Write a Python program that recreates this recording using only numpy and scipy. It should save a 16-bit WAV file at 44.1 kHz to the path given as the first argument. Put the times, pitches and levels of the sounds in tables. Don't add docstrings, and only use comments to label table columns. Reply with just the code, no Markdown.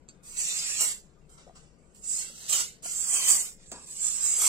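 import sys
import numpy as np
from scipy import signal
from scipy.fft import rfft, irfft, next_fast_len
from scipy.io import wavfile
from scipy.ndimage import uniform_filter1d, map_coordinates

SR = 44100
rng = np.random.default_rng(int(sys.argv[2]) if len(sys.argv) > 2 else 0)


def dump(signal):
    limited = np.clip(np.atleast_2d(signal).T, -1, 1)
    pcm = np.round(limited * 32767).astype(np.int16)
    wavfile.write(sys.argv[1], SR, pcm)


def magnitude_from_level(level_db):
    exponent = np.asarray(level_db, float) / 20
    return 10 ** exponent


N = 197552

# (pitch [Hz], level [dB per Hz])
ROOM_COLOUR = [(12, -18.5), (24, 7), (33, -14.5), (60, -1.5), (95, -18.5), (150, -3.5), (210, -8),
               (280, -14), (460, -12.5), (640, -19), (900, -26.5), (2400, -34), (4000, -42.5), (6500, -72)]
# (pitch [Hz], likeness [0-1])
ROOM_LIKENESS = [(60, .9), (180, .85), (550, .5), (1650, .1), (5000, .1)]
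ROOM_DB = -59

# (pitch [Hz], level [dB per Hz])
JET_COLOUR = [(180, -75), (300, -23.5), (447, -21), (814, -18.5), (915, -23), (1150, -16), (1690, -25),
              (2650, -17.5), (3950, -19), (4830, -16), (5610, -17), (7690, -12.5), (10600, -28.5),
              (15000, -33.5), (16000, -43)]
# (lowest pitch [Hz], highest pitch [Hz])
REGION_EDGES = [
    (6000, 9400),
    (1800, 6000),
    (9400, 16500),
    (250, 1800),
]
NOZZLE_HZ, NOZZLE_WIDTH_HZ = 7666, 1040
DIRECT_SHARE = .53
TIGHT_DB, LOOSE_DB = (0.5, -23, -22, -36), (-1, -0.5, -10.5, -17.5)
TIGHT_FOCUS, LOOSE_FOCUS = 0.79, .25
LEAK_FOCUS = 0.35
# (time [s], flow [dB], gap round the nozzle [0 tight - 1 loose])
PRESS_1 = [(.232, -65.5, 0.68), (.27, -50.5, 0.41), (.35, -49, 0.7), (.4, -30.5, 0.34), (.52, -37.5, 0.75),
           (.78, -37.5, 0.8), (.82, -27, 0.45), (.92, -38.5, 0.59)]
PRESS_2 = [(1.947, -65.5, 1), (2.01, -61.5, 0.44), (2.07, -39.5, 0.083), (2.13, -32, .05),
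           (2.22, -39, 0.58), (2.32, -55, 0.83), (2.41, -51, 0.87), (2.47, -47, 0.93)]
PRESS_3 = [(2.48, -36.5, 0.83), (2.52, -29.5, 0.61), (2.56, -31.5, 0.73), (2.61, -35.5, 0.89),
           (2.659, -44.5, 0.9)]
PRESS_4 = [(2.823, -53.5, 0.72), (2.86, -43.5, 0.67), (2.98, -34, 0.19), (3.05, -35.5, 0.3),
           (3.161, -30.5, 0.56), (3.23, -36, 0.88), (3.308, -23.5, 0.36), (3.4, -32, 0.38),
           (3.478, -42.5, 0.51)]
PRESS_5 = [(3.58, -68, 1), (3.64, -60, 1), (3.67, -57, 0.5), (3.7, -49.5, 0), (3.72, -47, 0.63),
           (3.79, -55.5, 0.64), (3.85, -49.5, .6)]
PRESS_6 = [(3.855, -56, 0.47), (3.91, -44.5, 0.42), (3.972, -44, 0.29), (4.05, -29, 0), (4.209, -39, 0.49),
           (4.258, -27, 0.053), (4.38, -29, 0.25), (4.48, -26.5, 0.53)]
# (top air [dB], low puff [dB])
AIM = [
    (-0.5, -0.5),
    (2.5, 4),
    (2, 0),
    (7, 5.5),
    (-10, 1),
    (1.5, 3),
]
OPEN_DB, OPEN_S = -5.5, 0.0092
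CLOSE_DB_PER_S = 258
LINGER_DB, LINGER_DB_PER_S = (-22.5, -12.5, -37, -22.5), (132, 109, 200, 110)
# (time [s], flow [dB], gap [0-1], top air [dB], hold [s])
LEAKS = [
    (0.081, -70, 0.9, -30, 0.0044),
    (1.294, -64, 0.62, 1.5, 0.049),
    (1.38, -63.5, 0.95, -19, 0.0086),
    (1.462, -73, 0.8, -4, .02),
    (1.554, -61, 0.84, -7, 0.018),
    (1.784, -76, 0.63, -9, 0.16),
]
LEAK_PUFF_DB = 17
SEEP_DB = -85.5
# (time [s], splash of liquid [dB], step in flow [dB])
SLIPS = [(.2324, 10.5, 11), (0.3687, -4.5, 6.5), (0.8055, 9, 1), (1.948, 5.5, 3.5), (2.0363, -8.5, 8),
         (2.495, 5, 7), (2.526, 1, 7), (2.8694, -4, -2.5), (3.1396, 1.5, 1), (3.2824, 0, 5.5), (3.66, 3, 9),
         (3.8611, 1, 10), (3.9634, -4.5, 3.5), (4.2284, 3.5, 2), (4.379, 7, 2.5), (4.415, 0.5, 4)]
SPLASH_S, SPLASH_PUFF = 0.15, 1

# (time [s], peak [dB], thump [dB], crack [dB], step in flow [dB])
TICKS = [
    (0.0876, -34.5, -78, -92, 2),
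    (2.829, -52.5, -58, -65, 1),
    (3.7162, -29, -44.5, -49, 13.5),
    (3.728, -41, -69, -67, 12),
    (3.7479, -51, -61, -74, 12),
]
# (pitch [Hz], level [dB], time to fall by 60 dB [s])
TICK_MODES = [(2600, -13, .012), (4600, -7, .02), (6500, -6, .015), (7500, 0, .016), (8300, -7, .01)]
RATTLE_T60_S = 0.084
# (time [s], peak [dB], pitch [Hz])
KNOCKS = [
    (1.468, -49.5, 541),
    (1.477, -47.5, 696),
    (1.485, -55, 620),
    (1.496, -47, 715),
    (1.508, -52, 664),
    (2.299, -53.5, 540),
    (2.857, -42, 710),
    (3.132, -48, 740),
    (3.72, -47, 680),
          (0.095, -56, 216),
    (3.728, -54, 214),
]

# (time [s], delay of the left port [samples])
LAG = [(0, 12.5), (.7, 4.6), (.9, 8.1), (2, 9.05), (2.7, 12.8), (3, 5.25), (3.5, 6.44), (4.1, 3.6),
       (4.48, 0.47)]
# (pitch [Hz], left minus right [dB])
PORTS = [(60, 9.5), (200, 9), (400, 7.5), (700, 4.5), (1300, 6), (2400, 3.5), (4400, 1.5), (6000, -2),
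         (7600, -8), (9000, -4), (15000, -2)]
# (pitch [Hz], odds [higher = more])
DROPOUTS = [(700, -2.4), (1400, -1.8), (2200, -1.3), (3400, -.45), (4700, -.35), (5900, -.45), (7300, -2),
            (8500, -.55), (9700, -.2), (13000, 0), (15500, .6)]
# (start [s], end [s], pitch [Hz], width [Hz], added odds)
HOLLOWS = [(.28, .8, 3050, 74, 3.1), (.3, .8, 3880, 154, 0.73), (.4, .8, 6290, 131, 6.7),
           (.25, .8, 9780, 299, 3.5), (1.28, 1.7, 9960, 300, 3.1), (3.6, 3.86, 10100, 503, 2.2),
           (2.0, 2.5, 2392, 173, 2.8), (2.83, 3.5, 3890, 318, 1.6), (2.904, 3.315, 5510, 161, 3.1),
           (3.15, 3.5, 11000, 200, 1), (3.594, 3.9, 5430, 302, 1.6), (4.1, 4.35, 4530, 155, 5.7)]
HOP, BLOCK_START, TOP_HZ = 1024, 946, 15830
LOUD_DB, RELIEF_SPAN_DB = -50, 12
HOLE_BLOCKS, HOLE_LINES = 2.6, 1.6


def rms_one(x):
    return x / np.sqrt(np.mean(x ** 2) + 1e-20)


def in_time(rows):
    s, *columns = np.transpose(rows)
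    return [np.interp(np.arange(N) / SR, s, c) for c in columns]


def at_hz(points, hz):
    table_hz, value = np.transpose(points)
    return np.interp(np.log(hz + 1), np.log(table_hz), value)


def coloured(x, gain_at):
    size = next_fast_len(N)
    hz = np.arange(size // 2 + 1) * SR / size
    return irfft(rfft(x, size) * gain_at(hz), size)[..., :N]


def drift(rate):
    r = np.exp(-2 * np.pi * rate / SR)
    noise = rng.standard_normal(N + 9000)
    return rms_one(signal.lfilter([1], [1, -2 * r, r * r], noise)[9000:])


def ring(clicks, hz, t60):
    r, w = magnitude_from_level(-60 / (t60 * SR)), 2 * np.pi * hz / SR
    return signal.lfilter([0, np.sin(w)], [1, -2 * r * np.cos(w), r * r], clicks + 1e-18)


def at_ports(x):
    late = np.arange(N) - in_time(LAG)[0]
    return np.array([map_coordinates(x, [late], order=3), x])


def room():
    mid, side = rng.standard_normal((2, N))
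    alike = lambda hz: np.clip(at_hz(ROOM_LIKENESS, hz), -1, 1)
    mid = coloured(mid, lambda hz: magnitude_from_level(at_hz(ROOM_COLOUR, hz)) * np.sqrt(1 + alike(hz)))
    side = coloured(side, lambda hz: magnitude_from_level(at_hz(ROOM_COLOUR, hz)) * np.sqrt(1 - alike(hz)))
    return magnitude_from_level(ROOM_DB) * rms_one(np.array([mid + side, mid - side]))


def slips(rise_s=0.066, fall_s=0.013):
    t, out = np.arange(N) / SR, 0
    for s, *others, step_db in SLIPS + TICKS[:3]:
        away = np.abs(t - s)
        swing = np.where(t < s, -np.exp(-away / rise_s), np.exp(-away / fall_s))
        out = out + step_db / 2 * swing
    return uniform_filter1d(out, size=90)


def fading(db, db_per_s):
    slope = np.reshape(db_per_s, (-1, 1)) * np.arange(N) / SR
    return np.maximum.accumulate(db + slope, axis=1) - slope


def regions(flow_db, gap, air_db, puff_db):
    tight, loose = np.reshape(TIGHT_DB, (-1, 1)), np.reshape(LOOSE_DB, (-1, 1))
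    none = 0 * gap
    aim = np.array([none, none, air_db + none, puff_db + none])
    return flow_db + tight + gap * (loose - tight) + aim


def valve():
    t, shut = np.arange(N) / SR, -200
    splash = sum((t >= s) * db * np.exp(-np.abs(t - s) / SPLASH_S) for s, db, step_db in SLIPS)
    pressed, leaked, gap = np.full((4, N), shut), np.full((4, N), shut), np.ones(N)
    presses = [PRESS_1, PRESS_2, PRESS_3, PRESS_4, PRESS_5, PRESS_6]
    for rows, (air_db, puff_db) in zip(presses, AIM):
        start, end = rows[0][0], rows[-1][0]
        flow_db, fit = in_time(rows)
        opening = OPEN_DB * np.exp(-np.abs(t - start) / OPEN_S)
        flow_db = flow_db + opening - CLOSE_DB_PER_S * np.maximum(t - end, 0)
        levels = regions(flow_db, fit, air_db + splash, puff_db + SPLASH_PUFF * splash)
        now = t >= start
        pressed = np.where(now, levels, pressed)
        gap = np.where(now, fit, gap)
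    for s, flow_db, fit, air_db, hold_s in LEAKS:
        levels = regions(flow_db, np.full(N, fit), air_db, LEAK_PUFF_DB)
        leaked = np.where((t >= s) & (t < s + hold_s), levels, leaked)
    leftover = np.maximum(pressed + np.reshape(LINGER_DB, (-1, 1)), leaked)
    lingering = fading(leftover, LINGER_DB_PER_S)
    seeping = regions(SEEP_DB, np.ones(N), 0, 0)
    power = sum(magnitude_from_level(2 * db) for db in (pressed, lingering, seeping))
    press_focus = TIGHT_FOCUS + gap * (LOOSE_FOCUS - TIGHT_FOCUS)
    return 10 * np.log10(power), np.where(pressed[0] > lingering[0], press_focus, LEAK_FOCUS)


def jet(sputter_db=-0.5, spit_db=0.0, trim_db=(1.5, 1.5, 1.5, 1.5)):
    levels_db, focus = valve()
    focus = np.clip(focus, 0, 1)
    direct = at_ports(rng.standard_normal(N))
    scattered = rng.standard_normal((2, N))
    noise = np.sqrt(DIRECT_SHARE) * direct + np.sqrt(1 - DIRECT_SHARE) * scattered
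    sputter = sputter_db * drift(22) + spit_db * drift(340) + slips()
    layers = []
    for low, high in REGION_EDGES:
        edge = lambda hz: 1 / np.sqrt((1 + (low / (hz + 1)) ** 16) * (1 + (hz / high) ** 16))
        layers.append(rms_one(coloured(noise, lambda hz: magnitude_from_level(at_hz(JET_COLOUR, hz)) * edge(hz))))
    ringing = coloured(layers[0], lambda hz: 1 / (1 + (2 * (hz - NOZZLE_HZ) / NOZZLE_WIDTH_HZ) ** 2))
    layers[0] = focus * rms_one(ringing) + (1 - focus) * layers[0]
    out = 0
    for trim, level_db, layer in zip(trim_db, levels_db, layers):
        out = out + magnitude_from_level(trim + level_db + 0.43 * drift(36)) * layer
    return magnitude_from_level(sputter) * out


def ticks():
    out, thumps, cracks, t = np.zeros(N), np.zeros(N), np.zeros(N), np.arange(N) / SR
    rattle = rng.standard_normal((3, N))
    for s, peak_db, thump_db, crack_db, step_db in TICKS:
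        after = np.maximum(t - s, 0)
        push = (t >= s) * rattle[0] * magnitude_from_level(-21 - 60 * after / RATTLE_T60_S)
        push[round(s * SR)] += 1
        metal = sum(magnitude_from_level(db) * ring(push, hz, decay) for hz, db, decay in TICK_MODES)
        out += magnitude_from_level(peak_db - 7.0) * metal
        thumps += (after > .003) * magnitude_from_level(thump_db - 1.5 - 60 * after / 0.32)
        cracks += (t >= s) * magnitude_from_level(crack_db + 10 - 60 * after / .015)
    body = signal.sosfilt(signal.butter(2, [200, 1100], "band", fs=SR, output="sos"), rattle[1])
    out = signal.sosfilt(signal.butter(6, 9000, fs=SR, output="sos"), out)
    return out + thumps * rms_one(body) + cracks * rattle[2]


def knocks():
    out = np.zeros(N)
    for s, peak_db, hz in KNOCKS:
        click = np.zeros(N)
        click[round(s * SR)] = magnitude_from_level(peak_db + 5.5)
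        out += ring(click, hz, 24 / hz)
    return signal.lfilter([.15], [1, -.85], out)


def scene():
    return room() + jet() + at_ports(ticks() + knocks())


def thinned(x, ripple_db=5.5):
    n, k = np.arange(2 * HOP) + .5, np.arange(HOP) + .5
    waves = np.cos(np.pi / HOP * np.outer(k, n + HOP / 2))
    basis = np.sqrt(2 / HOP) * np.sin(np.pi * n / 2 / HOP) * waves
    pad, count = 2 * HOP - BLOCK_START, N // HOP + 3
    blocks = np.pad(x, ((0, 0), (pad, (count + 1) * HOP - pad - N))).reshape(2, -1, HOP)
    pairs = np.concatenate([blocks[:, :-1], blocks[:, 1:]], axis=2)
    lines = basis @ pairs.transpose(0, 2, 1)
    hz, s = k * SR / 2 / HOP, ((np.arange(count) + 1) * HOP - pad) / SR

    chance = rng.standard_normal((3, HOP, count))
    luck = signal.lfilter([1], [1, -np.exp(-1 / HOLE_BLOCKS)], chance, axis=2)
    spread = np.exp(-.5 * (np.arange(-12, 13) / HOLE_LINES) ** 2)
    luck = rms_one(signal.fftconvolve(luck, spread[None, :, None], "same"))

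    level_db = 10 * np.log10(np.mean(lines ** 2, axis=(0, 1)) + 1e-12)
    relief = np.clip((LOUD_DB - level_db) / RELIEF_SPAN_DB, 0, 1) * (hz[:, None] < 9300)
    odds = at_hz(DROPOUTS, hz)[:, None] - relief
    for start, end, centre_hz, width_hz, more in HOLLOWS:
        dip = np.exp(-((hz - centre_hz) / width_hz) ** 2)
        odds = odds + more * np.outer(dip, (s > start) & (s < end))
    kept = 1. * (luck[2] > odds)
    ripple = magnitude_from_level(ripple_db * (0.72 * luck[:2] + 0.47 * luck[2]) * (hz[:, None] > 900))
    gain = kept * ripple / np.sqrt(uniform_filter1d(kept, size=60, axis=0) + 0.092)
    near_tick = np.abs(s[:, None] - np.array(TICKS)[:3, 0]).min(axis=1) < HOP / SR
    lines = lines * np.where(near_tick, 1, gain) * (hz[:, None] < TOP_HZ)

    pairs = (basis.T @ lines).transpose(0, 2, 1)
    first = np.pad(pairs[..., :HOP], ((0, 0), (0, 1), (0, 0)))
    second = np.pad(pairs[..., HOP:], ((0, 0), (1, 0), (0, 0)))
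    return (first + second).reshape(2, -1)[:, pad:pad + N]


def top_cut(x):
    return signal.sosfilt(signal.butter(12, 16610, fs=SR, output="sos"), x)


def record(dry):
    sides = np.array([[.5], [-.5]])
    ports = coloured(dry, lambda hz: magnitude_from_level(at_hz(PORTS, hz) * sides))
    mix = thinned(ports)
    return top_cut(mix)


dry = scene()
out = record(dry)
dump(out)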